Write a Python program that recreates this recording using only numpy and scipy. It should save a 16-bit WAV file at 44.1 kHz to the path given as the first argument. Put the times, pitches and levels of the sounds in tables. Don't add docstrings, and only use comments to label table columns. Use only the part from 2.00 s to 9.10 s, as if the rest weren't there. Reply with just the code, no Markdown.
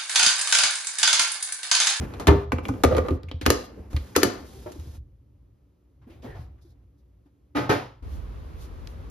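import sys
import numpy as np
from scipy import signal
from scipy.fft import rfft, irfft
from scipy.io import wavfile
from scipy.ndimage import uniform_filter1d

SR = 44100
rng = np.random.default_rng(int(sys.argv[2]) if len(sys.argv) > 2 else 0)


def store_pcm(level_fs):
    pcm = np.round(np.clip(level_fs, -1, 1) * 32767).astype(np.int16)
    wavfile.write(sys.argv[1], SR, np.atleast_2d(pcm).T)


N = 313110
TIME = np.arange(N) / SR
RING = np.arange(SR // 2) / SR

# pitch_hz, level_db, t60_s
TUB_MODES = [(247.5, -6, 0.29), (294, 5.5, 0.095), (364, -6.5, 0.082), (407.3, -4.5, 0.17),
             (472, -7.5, 0.15), (516, -9, .2), (553.5, -8.5, 0.22), (705, -12.5, 0.18), (890, -11, 0.11),
             (1194, -19.5, 0.2), (1268, -12.5, .2), (1530, -18, 0.16), (1640, -23, 0.067),
             (1780, -26.5, 0.17), (2010, -26, .18), (2440, -23, 0.14), (2670, -25.5, 0.15)]
# pitch_hz, level_db
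LID_MODES = [(1226, 1.5), (1750, -6.5), (1920, -2), (2420, -4.5), (2660, -4.5), (2985, -8), (3527, -6.5),
             (4020, -6), (4640, -9), (5400, -19.5), (6400, -19.5)]
# pitch_hz, level_db, t60_s
RIM_MODES = [(319, -4, .07), (503, 2.5, 0.13), (720, -2, .06), (1160, -2, .11), (1222, -0.5, .08),
             (1420, -8, .05), (1560, -10.5, .05), (1920, -10, 0.085), (2350, -13, .035)]
# freq_hz, level_db_per_hz
TICK_SPECTRUM = [(1500, -24), (4000, 2.5), (7000, 7), (12000, -2), (16000, -18)]
# freq_hz, level_db_per_hz
HISS_SPECTRUM = [(1500, -12.5), (3500, 4), (7000, 1.5), (9500, -1), (12500, -2.5), (16000, -18.5)]
# freq_hz, coherence
INDOOR_LIKENESS = [(60, 0.99), (130, 0.98), (290, 0.67), (640, 0.47), (1400, 0.11), (3100, 0.87),
                   (6800, 0.032), (15000, 0.13)]


def gain_of(db):
    return 10 ** (np.asarray(db) / 20)


def evened(x):
    return x / np.sqrt(np.mean(x ** 2) + 1e-20)


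def read(points, hz):
    freq_hz, value = np.transpose(points)
    return np.interp(np.log(hz + 1), np.log(freq_hz + 1), value)


def add(mix, start_s, sound):
    part = mix[:, max(round(start_s * SR), 0):][:, :sound.shape[-1]]
    part += sound[..., :part.shape[1]]


def bell(centre_s, half_width_s):
    return np.exp(-((TIME - centre_s) / half_width_s) ** 2)


def noise(spectrum, size, likeness=INDOOR_LIKENESS):
    hz = np.fft.rfftfreq(size, 1 / SR)
    a, b = np.exp(2j * np.pi * rng.random((2, len(hz))))
    same = np.clip(read(likeness, hz), -1, 1)
    mid = a * np.sqrt(1 + same)
    side = b * np.sqrt(1 - same)
    return evened(irfft(np.array([mid + side, mid - side]) * gain_of(read(spectrum, hz)), size))


def burst(spectrum, decay_s):
    envelope = np.exp(-RING / max(decay_s, 1e-4))
    hz = np.fft.rfftfreq(len(RING), 1 / SR)
    z = rfft(noise(spectrum, size=len(RING)) * envelope)
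    even = z / (abs(z) + 1e-12) * gain_of(read(spectrum, hz))
    blow = evened(irfft(even, len(RING)) * envelope ** .3)
    return blow * np.sqrt(np.mean(envelope ** 2))


def hump(hz, below_db, above_db):
    return [(hz * 2. ** k, k * (below_db if k < 0 else -above_db)) for k in range(-4, 5)]


def ring(modes, rise_s, scatter_db, detune):
    out = np.zeros((2, len(RING)))
    for hz, db, t60_s in modes:
        half_phase = np.arccos(np.clip(read(INDOOR_LIKENESS, hz), -1, 1)) * rng.choice([-.5, .5])
        apart = half_phase * np.array([[1], [-1]])
        level = gain_of(db + scatter_db * rng.standard_normal() - 60 * RING / t60_s)
        mode_hz = hz * (1 + detune * rng.standard_normal())
        out += level * np.sin(2 * np.pi * (mode_hz * RING + rng.random()) + apart)
    return out * (1 - np.exp(-RING / rise_s))


def die_away(x, t60s):
    hz, t, z = signal.stft(x, SR, nperseg=256)
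    faded = z * gain_of(-60 * t / read(t60s, hz)[:, None])
    return signal.istft(faded, SR, nperseg=256)[1][:, :x.shape[1]]


def flutter(depth_db, size):
    return evened(gain_of(depth_db * evened(uniform_filter1d(rng.standard_normal(N), size))))


def swell(start_s, length_s):
    attack_s, release_s, sag_db_per_s = 0.014, 0.012, 9
    t = np.maximum(TIME - start_s, 0)
    release = np.exp(-np.maximum(t - length_s, 0) / release_s)
    return np.minimum(t / attack_s, 1) * gain_of(-sag_db_per_s * t) * release


def knocks():
    # start_s, blow_db, clatter_db, tick_db, decay_s
    knock_table = [(0.138, -34.5, -46, -55, 0.011), (0.198, -27, -43, -43, 0.02),
                   (0.271, -16, -20.5, -26.5, 0.012), (0.283, -11, -27, -46.5, 0.0097),
                   (0.306, -15.5, -38, -59.5, 0.0082), (0.8364, -13, -20.5, -20.5, 0.0055),
                   (0.887, -31.5, -44, -58.5, .004), (0.925, -24, -40, -59.5, 0.0035),
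                   (0.949, -24.5, -33, -51.5, .003), (0.967, -22, -32, -38.5, 0.0069),
                   (0.981, -19.5, -33, -39, 0.006), (1.062, -44, -50.5, -57.5, 0.0017),
                   (1.085, -20.5, -37.5, -44.5, 0.0039), (1.107, -36, -42.5, -50, 0.0037),
                   (1.233, -46.5, -50, -52, 0.0012), (1.288, -52, -56.5, -60.5, 0.01),
                   (1.314, -36, -39.5, -53, 0.0034), (1.413, -38, -37.5, -46.5, 0.017),
                   (1.463, -9.5, -16, -20, 0.0036), (1.931, -35.5, -48, -51, 0.0037),
                   (1.965, -39.5, -32.5, -44.5, 0.0068), (2.719, -51, -53, -47, 0.009),
                   (2.798, -55, -54, -54, 0.004)]
    # freq_hz, level_db_per_hz
    clack_spectrum = [(150, -18), (350, 2), (600, 2.5), (1200, 1.5), (1700, -11.5), (3000, -18.5),
                      (6000, -45)]
    # freq_hz, level_db_per_hz
    clatter_spectrum = [(900, -4.5), (1700, 1), (2300, 0), (3200, -2.5), (4200, -1), (6000, -21),
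                        (10000, -29.5)]
    clack_db, clack_db_per_db, clack_stretch = -1.5, 1.18, 1.7
    ring_db, ring_db_per_db = -14, 0.77
    lid_t60_s, lid_ring_db = .032, -5
    held_lid = [(hz, db, lid_t60_s) for hz, db in LID_MODES]
    out = np.zeros((2, N))
    for start_s, blow_db, clatter_db, tick_db, decay_s in knock_table:
        clack = burst(clack_spectrum, decay_s * clack_stretch)
        clack *= gain_of(clack_db + clack_db_per_db * blow_db)
        lid = ring(held_lid, rise_s=0.0004, scatter_db=2, detune=0.015)
        clatter = burst(clatter_spectrum, decay_s) + gain_of(lid_ring_db) * lid
        tick = gain_of(tick_db) * burst(TICK_SPECTRUM, decay_s)
        body = ring(TUB_MODES, rise_s=0.00023, scatter_db=4.0, detune=0.0024)
        body *= gain_of(ring_db + ring_db_per_db * blow_db)
        add(out, start_s, clack + gain_of(clatter_db) * clatter + tick + body)
    return out


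def taps():
    # start_s, hollow_db, bright_db, tick_db, tub_db
    tap_table = [(0.52, -16.5, -21, -39, -27.5), (0.584, -27.5, -34, -56, -34),
                 (0.653, -34.5, -29.5, -49.5, -36.5), (0.684, -35.5, -37.5, -42, -42.5),
                 (0.689, -22.5, -39.5, -54.5, -31.5), (0.739, -39.5, -48, -60.5, -45),
                 (0.839, -18.5, -20, -48, -21.5)]
    # pitch_hz, level_db, t60_s
    loose_lid_modes = [(690, -9, .035), (829, -3, .04), (1010, -3, .03), (1184, -2, .04), (1529, -8, .04),
                       (1965, -3, .022), (2283, 2, .02), (2700, -4, .011), (3280, -5, .012),
                       (4200, -11, .008)]
    # freq_hz, level_db_per_hz
    dry_spectrum = [(400, -11.5), (900, 3), (1500, -0.5), (2300, 3), (3300, 0), (4200, -9.5), (7000, -24)]
    bright_from_hz, knock_db = 1600, -6
    out = np.zeros((2, N))
    for start_s, hollow_db, bright_db, tick_db, tub_db in tap_table:
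        modes = []
        for hz, db, t60_s in loose_lid_modes:
            modes.append((hz, db + (hollow_db if hz < bright_from_hz else bright_db), t60_s))
        lid = ring(modes, rise_s=0.00047, scatter_db=1, detune=0.03)
        knock = gain_of(bright_db + knock_db) * burst(dry_spectrum, decay_s=0.005)
        tub = gain_of(tub_db) * ring(TUB_MODES, rise_s=0.0014, scatter_db=2.5, detune=.003)
        tick = gain_of(tick_db) * burst(TICK_SPECTRUM, decay_s=0.011)
        add(out, start_s, lid + knock + tub + tick)
    return out


def landing():
    # start_s, level_db, rise_s
    landing_event = (0.277, -16, .004)
    # pitch_hz, level_db, t60_s
    board_modes = [(296, -3, .14), (402, 5.5, .38), (537, -15, .25), (914, 0.5, .2), (1215, -5, .16),
                   (1310, -12, .16), (1770, -7, 0.12), (2101, -10, .11), (2450, -13, 0.11)]
    out = np.zeros((2, N))
    start_s, db, rise_s = landing_event
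    add(out, start_s, gain_of(db) * ring(board_modes, rise_s=rise_s, scatter_db=1, detune=0.0015))
    return out


def thumps():
    # start_s, level_db, pitch_hz
    boom_table = [(0.003, -19, 79), (0.035, -25, 99), (0.072, -26, 67), (0.145, -35, 106),
                  (0.277, -10, 105), (0.2873, -1.5, 73.7), (0.352, -12.5, 95), (0.433, -25.5, 79),
                  (0.474, -24.5, 76.4), (0.54, -14.5, 84.6), (0.604, -25, 89.4), (0.692, -15, 101),
                  (0.746, -28, 98.3), (0.853, -8.5, 80), (0.932, -12.5, 92), (0.969, -16.5, 85),
                  (0.997, -14, 84.5), (1.112, -11, 84), (1.241, -26, 85), (1.277, -28, 88),
                  (1.344, -19.5, 84.2), (1.431, -23.5, 86), (1.478, -11.5, 76), (1.512, -19.5, 80.5),
                  (1.799, -27.5, 69.9), (1.945, -10.5, 71.4), (2.17, -21, 94), (2.256, -20, 105),
                  (2.791, -26.5, 79.3), (2.872, -25, 75), (2.98, -29, 67)]
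    decay_s, rise_s = 0.016, 0.003
    upper_ratio, upper_db = 1.5, -14
    out = np.zeros((2, N))
    envelope = np.exp(-RING / decay_s) * (1 - np.exp(-RING / rise_s))
    for start_s, db, hz in boom_table:
        phase = 2 * np.pi * hz * RING
        modes = np.sin(phase) + gain_of(upper_db) * np.sin(upper_ratio * phase)
        add(out, start_s, gain_of(db) * envelope * modes)
    return out


def low_hums():
    # start_s, level_db, first_hz, last_hz, decay_s
    hum_table = [(0.271, -7, 568, 88.2, 0.0074), (0.279, -16, 190, 145.3, 0.026),
                 (0.3, -16.5, 311, 301.7, 0.033), (0.321, -15, 200, 607, 0.013),
                 (0.53, -13, 288.5, 208.5, 0.007), (0.7, -15, 280, 253, 0.017),
                 (0.863, -22, 347, 305, 0.0068), (0.922, -13, 587, 506, 0.007),
                 (0.948, -19.5, 485, 413.2, 0.0092), (0.965, -16, 528, 484, 0.0055),
                 (0.983, -10.5, 540, 437, 0.0058), (1.01, -22.5, 460, 418.4, 0.0078),
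                 (1.105, -14.5, 412, 231, 0.018), (1.464, -1, 672, 245.3, 0.0049),
                 (1.507, -18, 309.3, 285.3, 0.017), (2.193, -19.5, 400, 300, .01),
                 (2.247, -18.5, 240, 212, .016), (2.404, -36, 275, 273, 0.023),
                 (2.549, -43, 419, 397, 0.027), (2.707, -29, 348, 300, 0.0055),
                 (2.759, -32.5, 288, 312, .012), (2.858, -40.5, 296, 328, 0.011)]
    rise_s, wander_ratio = 0.0039, 0.069
    out = np.zeros((2, N))
    for start_s, db, first_hz, last_hz, decay_s in hum_table:
        wander = wander_ratio * evened(uniform_filter1d(rng.standard_normal(len(RING)), size=200))
        decay = np.exp(-RING / decay_s)
        hz = last_hz + (first_hz - last_hz) * decay
        hum = np.sin(2 * np.pi * np.cumsum(hz * (1 + wander)) / SR)
        add(out, start_s, gain_of(db) * hum * decay * (1 - np.exp(-RING / rise_s)))
    return out


def lid_slide():
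    # time_s, level_db, resonance_hz
    slide_track = [(0.849, -16.5, 520), (0.882, -29.5, 496), (0.928, -24, 477), (0.944, -30.5, 446),
                   (0.99, -23.5, 450), (1.016, -35.5, 446.5), (1.036, -44.5, 440), (1.081, -33.5, 434.2),
                   (1.112, -31.5, 420), (1.171, -50, 382.7), (1.21, -79.5, 380)]
    slips_per_s, slip_spread_db, width_hz = 290, 5.5, 69
    upper_ratio, upper_db = 2.55, -19.5
    s, db, hz = np.transpose(slide_track)
    chance, size = rng.random((2, N))
    slips = (chance < slips_per_s / SR) * gain_of(2 * slip_spread_db * size)
    drive = slips * (1 + np.array([[.4], [-.4]]) * rng.standard_normal(N))
    pole = np.exp(-np.pi * width_hz / SR)
    out = np.zeros((2, N))
    for ratio, mode_db in [(1, 0), (upper_ratio, upper_db)]:
        turn = np.exp(2j * np.pi * np.cumsum(ratio * np.interp(TIME, s, hz)) / SR)
        slow = signal.lfilter([1], [1, -pole], drive / turn + 1e-18)
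        out += gain_of(mode_db) * evened((turn * slow).imag)
    return gain_of(np.interp(TIME, s, db, -140, -140)) * out


def seating():
    # start_s, low_db, high_db
    seating_table = [(0.837, -15.5, -16), (0.864, -35.5, -31.5), (0.909, -26, -40), (0.926, -30, -32),
                     (0.949, -22, -32), (0.965, -33, -25.5), (0.981, -20, -24), (1.085, -32.5, -30)]
    high_from_hz = 900
    out = np.zeros((2, N))
    for start_s, low_db, high_db in seating_table:
        modes = [(hz, db + (low_db if hz < high_from_hz else high_db), t60_s) for hz, db, t60_s in RIM_MODES]
        add(out, start_s, ring(modes, rise_s=0.00075, scatter_db=2.0, detune=.008))
    return out


def rattles(count=6):
    # start_s, level_db, decay_s
    rattle_table = [(0.292, -28, 0.058), (0.526, -31.5, .025), (0.86, -37, .14), (1.05, -43, 0.029),
                    (1.51, -34.5, .06), (2.178, -30, .03), (2.245, -33.5, .06)]
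    contacts_per_s, spread_db = 200, 2.5
    level = np.zeros(N)
    for start_s, db, decay_s in rattle_table:
        level += gain_of(db) * (TIME >= start_s) * np.exp(-np.maximum(TIME - start_s, 0) / decay_s)
    short_modes = [(hz, db, t60_s * 0.22) for hz, db, t60_s in RIM_MODES]
    out = np.zeros((2, N))
    for _ in range(count):
        contacts = rng.random(N) < contacts_per_s / count / SR
        contacts = contacts * gain_of(spread_db * rng.uniform(-1.3, 2, N))
        spot = ring(short_modes, rise_s=.0003, scatter_db=3, detune=0.031)
        spot /= np.linalg.norm(spot[0])
        out += signal.oaconvolve((evened(contacts) * level)[None], spot, axes=1)[:, :N]
    return out / np.sqrt(count)


def snaps():
    # start_s, crack_db, flap_db, flap_hz, left_over_right_db
    snap_table = [(1.4637, -17.5, -8, 351, 0.5), (1.5031, -8.5, -9.5, 426, 3), (2.1633, -8, -8.5, 442, 3.5),
                  (2.2321, -8.5, -7.5, 358, 5)]
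    # freq_hz, level_db_per_hz
    crack_spectrum = [(200, -19), (600, 5), (1300, 5), (2400, 0.5), (4000, -3.5), (6500, 0), (9000, -5.5),
                      (12000, -7), (16000, -20.5)]
    # pitch_hz, level_db, t60_s
    latch_modes = [(1260, -5, 0.054), (1500, -3, 0.015), (1840, 1.5, 0.028), (2350, -5, .018),
                   (3380, -6, 0.03), (4050, -1, .016), (4750, -2, 0.022), (6160, -10, 0.0058)]
    latch_db, lid_db, lid_t60_s = -11, -24, .035
    tub_db, tub_lag_s = -15, .011
    swing_s = .003
    free_lid = [(hz, db, lid_t60_s) for hz, db in LID_MODES]
    out = np.zeros((2, N))
    for start_s, crack_db, flap_db, flap_hz, pan_db in snap_table:
        crack = burst(crack_spectrum, decay_s=0.0023) + gain_of(-21) * burst(crack_spectrum, decay_s=0.003)
        crack += gain_of(latch_db) * ring(latch_modes, rise_s=.0002, scatter_db=3.5, detune=.03)
        crack += gain_of(lid_db) * ring(free_lid, rise_s=0.00048, scatter_db=8.0, detune=0.016)
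        swing = RING / swing_s
        flap = np.sin(2 * np.pi * flap_hz * RING) * swing * np.exp((1 - swing ** 2) / 2)
        tub = ring(TUB_MODES, rise_s=0.002, scatter_db=2.5, detune=0.0024)
        add(out, start_s + tub_lag_s, gain_of(flap_db + tub_db) * tub)
        sides = gain_of(crack_db + np.array([[.5], [-.5]]) * pan_db)
        add(out, start_s, sides * crack + gain_of(flap_db) * flap)
    return out


def scrapes():
    # start_s, length_s, level_db
    scrape_table = [(1.455, .004, -30), (1.491, .005, -31.5), (2.151, .012, -27), (2.216, .008, -32.5)]
    # freq_hz, level_db_per_hz
    creak_spectrum = [(700, -16), (1300, -7.5), (1750, 3.5), (2400, -4.5), (4000, -13.5), (7000, -16),
                      (14000, -35)]
    out = np.zeros((2, N))
    for start_s, length_s, db in scrape_table:
        release = np.exp(-np.maximum(RING - length_s, 0) / .002)
        envelope = np.sqrt(np.minimum(RING / length_s, 1)) * release
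        add(out, start_s, gain_of(db) * envelope * noise(creak_spectrum, size=len(RING)))
    return out


def flicks():
    # start_s, level_db, centre_hz, decay_s
    flick_table = [(1.233, -47.5, 4100, 0.0017), (1.285, -47, 2400, .012), (1.314, -34.5, 3200, 0.0038)]
    out = np.zeros((2, N))
    for start_s, db, hz, decay_s in flick_table:
        add(out, start_s, gain_of(db) * burst(hump(hz, below_db=23.5, above_db=31), decay_s=decay_s))
    return out


def turning():
    # centre_s, half_width_s, level_db, pitch_hz
    squeal = (2.54, .065, -64, 772)
    # start_s, ring_db, scuff_db
    base_drop = (2.659, -41, -40)
    # pitch_hz, level_db
    base_modes = [(350, 8.5), (480, 4), (603, 9), (807, 1), (872, 3), (942, 1), (1130, -4), (1370, -3)]
    t60_s, rise_s = .11, .007
    centre_s, half_width_s, db, hz = squeal
    wander = .02 * evened(uniform_filter1d(rng.standard_normal(N), size=300))
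    note = evened(np.sin(2 * np.pi * np.cumsum(hz * (1 + wander)) / SR))
    out = np.ones((2, 1)) * gain_of(db) * bell(centre_s, half_width_s) * note
    start_s, ring_db, scuff_db = base_drop
    modes = [(mode_hz, mode_db, t60_s) for mode_hz, mode_db in base_modes]
    body = ring(modes, rise_s=rise_s, scatter_db=4, detune=0.015)
    scuff = burst(hump(640, below_db=3, above_db=9), decay_s=0.04) * (1 - np.exp(-RING / rise_s))
    add(out, start_s, gain_of(ring_db) * body + gain_of(scuff_db) * scuff)
    return out


def rubbing_and_hiss():
    # start_s, length_s, body_db, rasp_db, hiss_db
    swell_table = [(0.0, 0.041, -38.5, -47.5, -57.5), (0.0, 0.44, -41.5, -49.5, -62),
                   (0.304, 0.065, -29.5, -53, -92), (0.625, 0.2, -39.5, -55, -61.5),
                   (0.879, 0.28, -39.5, -70, -61), (0.9, 0.082, -42, -47, -60),
                   (1.518, 0.14, -47.5, -64, -54), (1.667, 0.22, -49.5, -60.5, -71),
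                   (1.764, 0.048, -51.5, -86, -92), (1.898, 0.45, -50.5, -56, -58.5),
                   (2.298, 0.15, -45.5, -53, -59), (2.451, 0.52, -51, -60, -57)]
    # freq_hz, level_db_per_hz
    body_spectrum = [(100, -19.5), (200, 9.5), (300, 6.5), (500, 2.5), (800, -12.5), (1400, -43.5)]
    # freq_hz, level_db_per_hz
    rasp_spectrum = [(400, -14.5), (850, 6), (1600, -0.5), (2800, -8), (5000, -40)]
    levels = np.zeros((3, N))
    for start_s, length_s, *levels_db in swell_table:
        levels += gain_of(levels_db)[:, None] * swell(start_s, length_s)
    body, rasp, hiss = levels
    waver = flutter(depth_db=1.0, size=500)
    rough = rasp * noise(rasp_spectrum, size=N) + hiss * noise(HISS_SPECTRUM, size=N)
    return body * noise(body_spectrum, size=N) + waver * rough


def scuffs():
    # start_s, scuff_db, centre_hz, decay_s, thud_db, thud_hz
    scuff_table = [(4.013, -63.5, 1003, 0.052, -46.5, 114.6), (4.067, -52.5, 320, 0.2, -36, 241.6),
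                   (4.095, -60, 2430, 0.072, -38.5, 330), (4.219, -56.5, 3474, 0.064, -63, 91),
                   (4.227, -43, 500, 0.032, -42, 200), (4.24, -38.5, 411, 0.067, -28.5, 251),
                   (4.286, -55, 1430, 0.074, -31, 138), (4.345, -46, 688, 0.07, -53, 205),
                   (4.392, -57.5, 1458, 0.022, -24.5, 127), (4.578, -65.5, 1240, 0.023, -62.5, 100),
                   (4.648, -67, 448.5, 0.024, -42, 341), (5.256, -67, 900, 0.023, -45.5, 282)]
    # centre_s, half_width_s, level_db
    brush_table = [(4.41, 0.05, -67), (4.626, 0.012, -69), (4.66, .025, -74), (4.709, 0.023, -73.5),
                   (4.995, .018, -80), (5.265, .012, -84)]
    # freq_hz, level_db_per_hz
    brush_spectrum = [(1500, -22), (2900, -28), (3500, 2), (5500, 0), (7000, -6), (12000, -7), (16000, -18)]
    rise_s, thud_decay_s = .007, 0.013
    out = np.zeros((2, N))
    for start_s, scuff_db, centre_hz, decay_s, thud_db, thud_hz in scuff_table:
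        scuff = gain_of(scuff_db) * burst(hump(centre_hz, below_db=8, above_db=10), decay_s=decay_s)
        thud = gain_of(thud_db) * np.sin(2 * np.pi * thud_hz * RING) * np.exp(-RING / thud_decay_s)
        add(out, start_s, (scuff + thud) * (1 - np.exp(-RING / rise_s)))
    brush = sum(gain_of(db) * bell(centre_s, half_width_s) for centre_s, half_width_s, db in brush_table)
    return out + brush * noise(brush_spectrum, size=N)


def squeak():
    # centre_s, half_width_s, level_db, pitch_hz
    squeak_event = (4.32, .045, -55, 1870)
    centre_s, half_width_s, db, hz = squeak_event
    return gain_of(db) * bell(centre_s, half_width_s) * noise(hump(hz, below_db=66, above_db=120), size=N)


def door():
    # start_s, wash_db, rise_s, tilt_db_per_octave, panel_db, frame_db
    bump_table = [(5.549, -19, 0.025, -1.2, -19.5, -35), (5.631, -33, 0.0049, -3.5, -39, -50),
                  (5.692, -17, 0.0065, -0.5, -27, -21), (5.711, -33.5, .003, -2.5, -36, -29)]
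    # freq_hz, level_db_per_hz
    wash_spectrum = [(29, -55), (50, -32), (114, -5.5), (175, -19), (284, -7.5), (630, -12.5), (842, -12.5),
                     (5150, -29.5), (7210, -36.5), (8340, -48), (9410, -37), (11400, -40), (13500, -43),
                     (16000, -101)]
    # freq_hz, t60_s
    wash_t60 = [(100, 0.45), (300, 0.33), (700, 0.38), (1800, 0.38), (5000, 0.37), (12000, 0.315)]
    # pitch_hz, level_db, t60_s
    panel_modes = [(126.4, -7.5, 0.37), (204.6, -15, 0.27), (292.8, 9.5, 0.21), (334.5, -10.5, 0.16),
                   (588, -12, 0.48), (780, -25, 0.49), (860, -9, 0.46), (1234, -5, 0.29),
                   (1310, -20.5, 0.71), (1364, -15, 0.27), (1517, -9, 0.34), (1970, -10, 0.23),
                   (2422, -19, 0.2)]
    # pitch_hz, level_db, t60_s
    frame_modes = [(127, -7, 0.55), (331, -14, 0.099), (414.4, -1, 0.32), (483, -4, 0.34), (535, 0, 0.32),
                   (727, -3, 0.19), (868, 3.5, 0.14), (955, -14.5, 0.51), (1103, -17, 0.45),
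                   (1280, 3.5, 0.14), (1450, -6, 0.26), (1525, 2, 0.14), (1840, -6, 0.22),
                   (2130, -25, 0.128), (2410, -13, 0.21)]
    out = np.zeros((2, N))
    for start_s, wash_db, rise_s, tilt_db, panel_db, frame_db in bump_table:
        colour = [(hz, db + tilt_db * np.log2(hz / 500)) for hz, db in wash_spectrum]
        wash = die_away(noise(colour, size=len(RING)), wash_t60) * np.minimum(RING / rise_s, 1)
        panel = gain_of(panel_db) * ring(panel_modes, rise_s=0.03, scatter_db=2.5, detune=0.0021)
        frame = gain_of(frame_db) * ring(frame_modes, rise_s=0.0078, scatter_db=1.5, detune=0.0037)
        add(out, start_s, gain_of(wash_db) * wash + panel + frame)
    return out


def near_echoes(x):
    # left_delay_s, right_delay_s, share
    near_table = [(.00045, 0.00056, 0.042), (.0013, 0.00058, 0.059), (.0029, 0.0058, .2),
                  (.0068, 0.0083, 0.2)]
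    hz = np.fft.rfftfreq(N, 1 / SR)
    echoes = np.zeros((2, len(hz)), dtype=complex)
    for left_s, right_s, share in near_table:
        echoes += share * np.exp(-2j * np.pi * hz * np.array([[left_s], [right_s]]))
    treble = 1j * hz / (1j * hz + 700)
    return irfft(rfft(x) * (1 + echoes * treble), N)


def kitchen(x):
    # freq_hz, level_db
    wall_spectrum = [(60, 8.5), (400, 1), (900, -4.5), (2000, -4), (6500, -3), (8500, -7), (11000, -2),
                     (14000, -6.5), (16000, -8)]
    # freq_hz, t60_s
    room_t60 = [(100, 0.28), (300, 0.18), (700, 0.48), (1800, 0.37), (5000, 0.39), (12000, 0.17)]
    # left_delay_s, right_delay_s, share
    wall_table = [(0.016, 0.021, .16), (0.0201, .0192, 0.21), (.031, .0322, .11)]
    tail_start_s, tail_build_s = .004, 0.0037
    tail = die_away(noise(wall_spectrum, size=len(RING)), room_t60)
    tail *= np.clip((RING - tail_start_s) / tail_build_s, 0, 1)
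    tail /= np.linalg.norm(tail[0])
    for *delays_s, share in wall_table:
        tail[[0, 1], np.round(np.array(delays_s) * SR).astype(int)] += share
    return signal.fftconvolve(x, tail, axes=1)[:, :N]


def room_noise():
    # time_s, level_db
    rumble_track = [(0.0, -37), (1.598, -50.5), (2.896, -44), (3.151, -53), (3.55, -56.5), (3.801, -64.5),
                    (4.38, -39), (4.619, -51.5), (5.3, -60), (6.001, -55.5)]
    # freq_hz, level_db_per_hz
    rumble_spectrum = [(20, -30), (40, -14), (58, 2.5), (85, -5), (120, -5.5), (170, -23.5), (300, -26.5),
                       (600, -51), (2500, -100)]
    # freq_hz, level_db_per_hz
    air_spectrum = [(100, -39.5), (170, -10), (258, -15), (290, -3.5), (325, -19), (364, -8.5), (392, -18),
                    (423, -18), (553, -19.5), (668, -28), (1300, -32), (1510, -37), (5000, -44.5),
                    (16000, -49)]
    air_db = -68
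    s, db = np.transpose(rumble_track)
    rumble = gain_of(np.interp(TIME, s, db)) * noise(rumble_spectrum, size=N)
    return rumble + gain_of(air_db) * noise(air_spectrum, size=N)


def pavement_tick():
    # start_s, level_db, centre_hz
    tick_event = (6.873, -36.5, 4600)
    out = np.zeros((2, N))
    start_s, db, hz = tick_event
    add(out, start_s, gain_of(db) * burst(hump(hz, below_db=2.0, above_db=13.5), decay_s=0.0023))
    return out


def street():
    # freq_hz, level_db_per_hz
    wind_spectrum = [(12, -62), (20, -10), (38, -3.5), (59, 5.5), (161, -24), (220, -35.5), (290, -23),
                     (480, -120)]
    # freq_hz, level_db_per_hz
    town_spectrum = [(88, 0), (150, 3), (363, -1.5), (421, -1.5), (464, -1.5), (722, -10), (1120, -9),
                     (1690, -16.5), (4440, -28), (6370, -39), (7500, -43), (9750, -83), (16500, -120)]
    # freq_hz, coherence
    outdoor_likeness = [(60, 0.79), (130, 0.73), (290, 0.59), (640, -0.12), (1410, -0.26), (3100, 0.67),
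                        (6820, -0.36), (15000, 0.75)]
    # centre_s, half_width_s, level_above_wind_db
    gust = (6.14, 0.22, 5.9)
    # centre_s, half_width_s, level_db
    swish_table = [(6.14, 0.046, -64), (6.629, 0.035, -57.5), (6.9, 0.03, -68)]
    wind_db, town_db, clothes_db = -38.5, -48, -68.5
    wind = noise(wind_spectrum, size=N, likeness=outdoor_likeness)
    town = noise(town_spectrum, size=N, likeness=outdoor_likeness)
    swish = noise(HISS_SPECTRUM, size=N, likeness=outdoor_likeness)
    wind /= np.sqrt(uniform_filter1d(np.mean(wind ** 2, axis=0), size=3000) + 1e-20)
    gust_s, gust_half_width_s, gust_db = gust
    wind_level = gain_of(wind_db + gust_db * bell(gust_s, gust_half_width_s))
    stride = gain_of(clothes_db)
    stride = stride + sum(gain_of(db) * bell(s, half_width_s) for s, half_width_s, db in swish_table)
    return wind_level * wind + gain_of(town_db) * town + stride * swish


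def scene():
    step_out_s, fade_s = 6.022, .005
    tub = knocks() + taps() + lid_slide() + low_hums() + turning()
    tub = near_echoes(tub + landing() + seating() + rattles() + flicks())
    latches = near_echoes(snaps() + scrapes())
    booms = thumps()
    room = kitchen(gain_of(-12.5) * tub + gain_of(-9.5) * latches + gain_of(-18.0) * booms)
    others = near_echoes(rubbing_and_hiss() + scuffs() + squeak() + door())
    inside = tub + latches + booms + room + others + room_noise()
    outside = np.clip((TIME - step_out_s) / fade_s, 0, 1)
    return (1 - outside) * inside + outside * (street() + pavement_tick())


def record(dry):
    # freq_hz, phase_rad
    port_phase = [(1800, 0), (3400, -.8), (4900, -.8), (5600, 1.1), (8250, 3.14), (11800, 6.28),
                  (15400, 9.42)]
    top_db, bass_cut_hz, edge_hz = 6, 34, 16450
    hz = np.fft.rfftfreq(N, 1 / SR)
    top_lift = gain_of(top_db * np.clip((hz - 13000) / 2500, 0, 1))
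    bass_cut = hz ** 6 / (hz ** 6 + bass_cut_hz ** 6)
    left, right = rfft(dry) * top_lift * bass_cut
    shared = np.clip((hz - 5500) / 2000, 0, 1)
    right = shared * left + np.sqrt(1 - shared ** 2) * right
    right = right * np.exp(1j * np.interp(hz, *np.transpose(port_phase)))
    held = np.clip(irfft(np.array([left, right]), N), -1, 1)
    low_pass = signal.firwin(511, edge_hz, window=("kaiser", 9), fs=SR)
    return signal.oaconvolve(held, low_pass[None], "same")


dry = scene()
out = record(dry)
store_pcm(out)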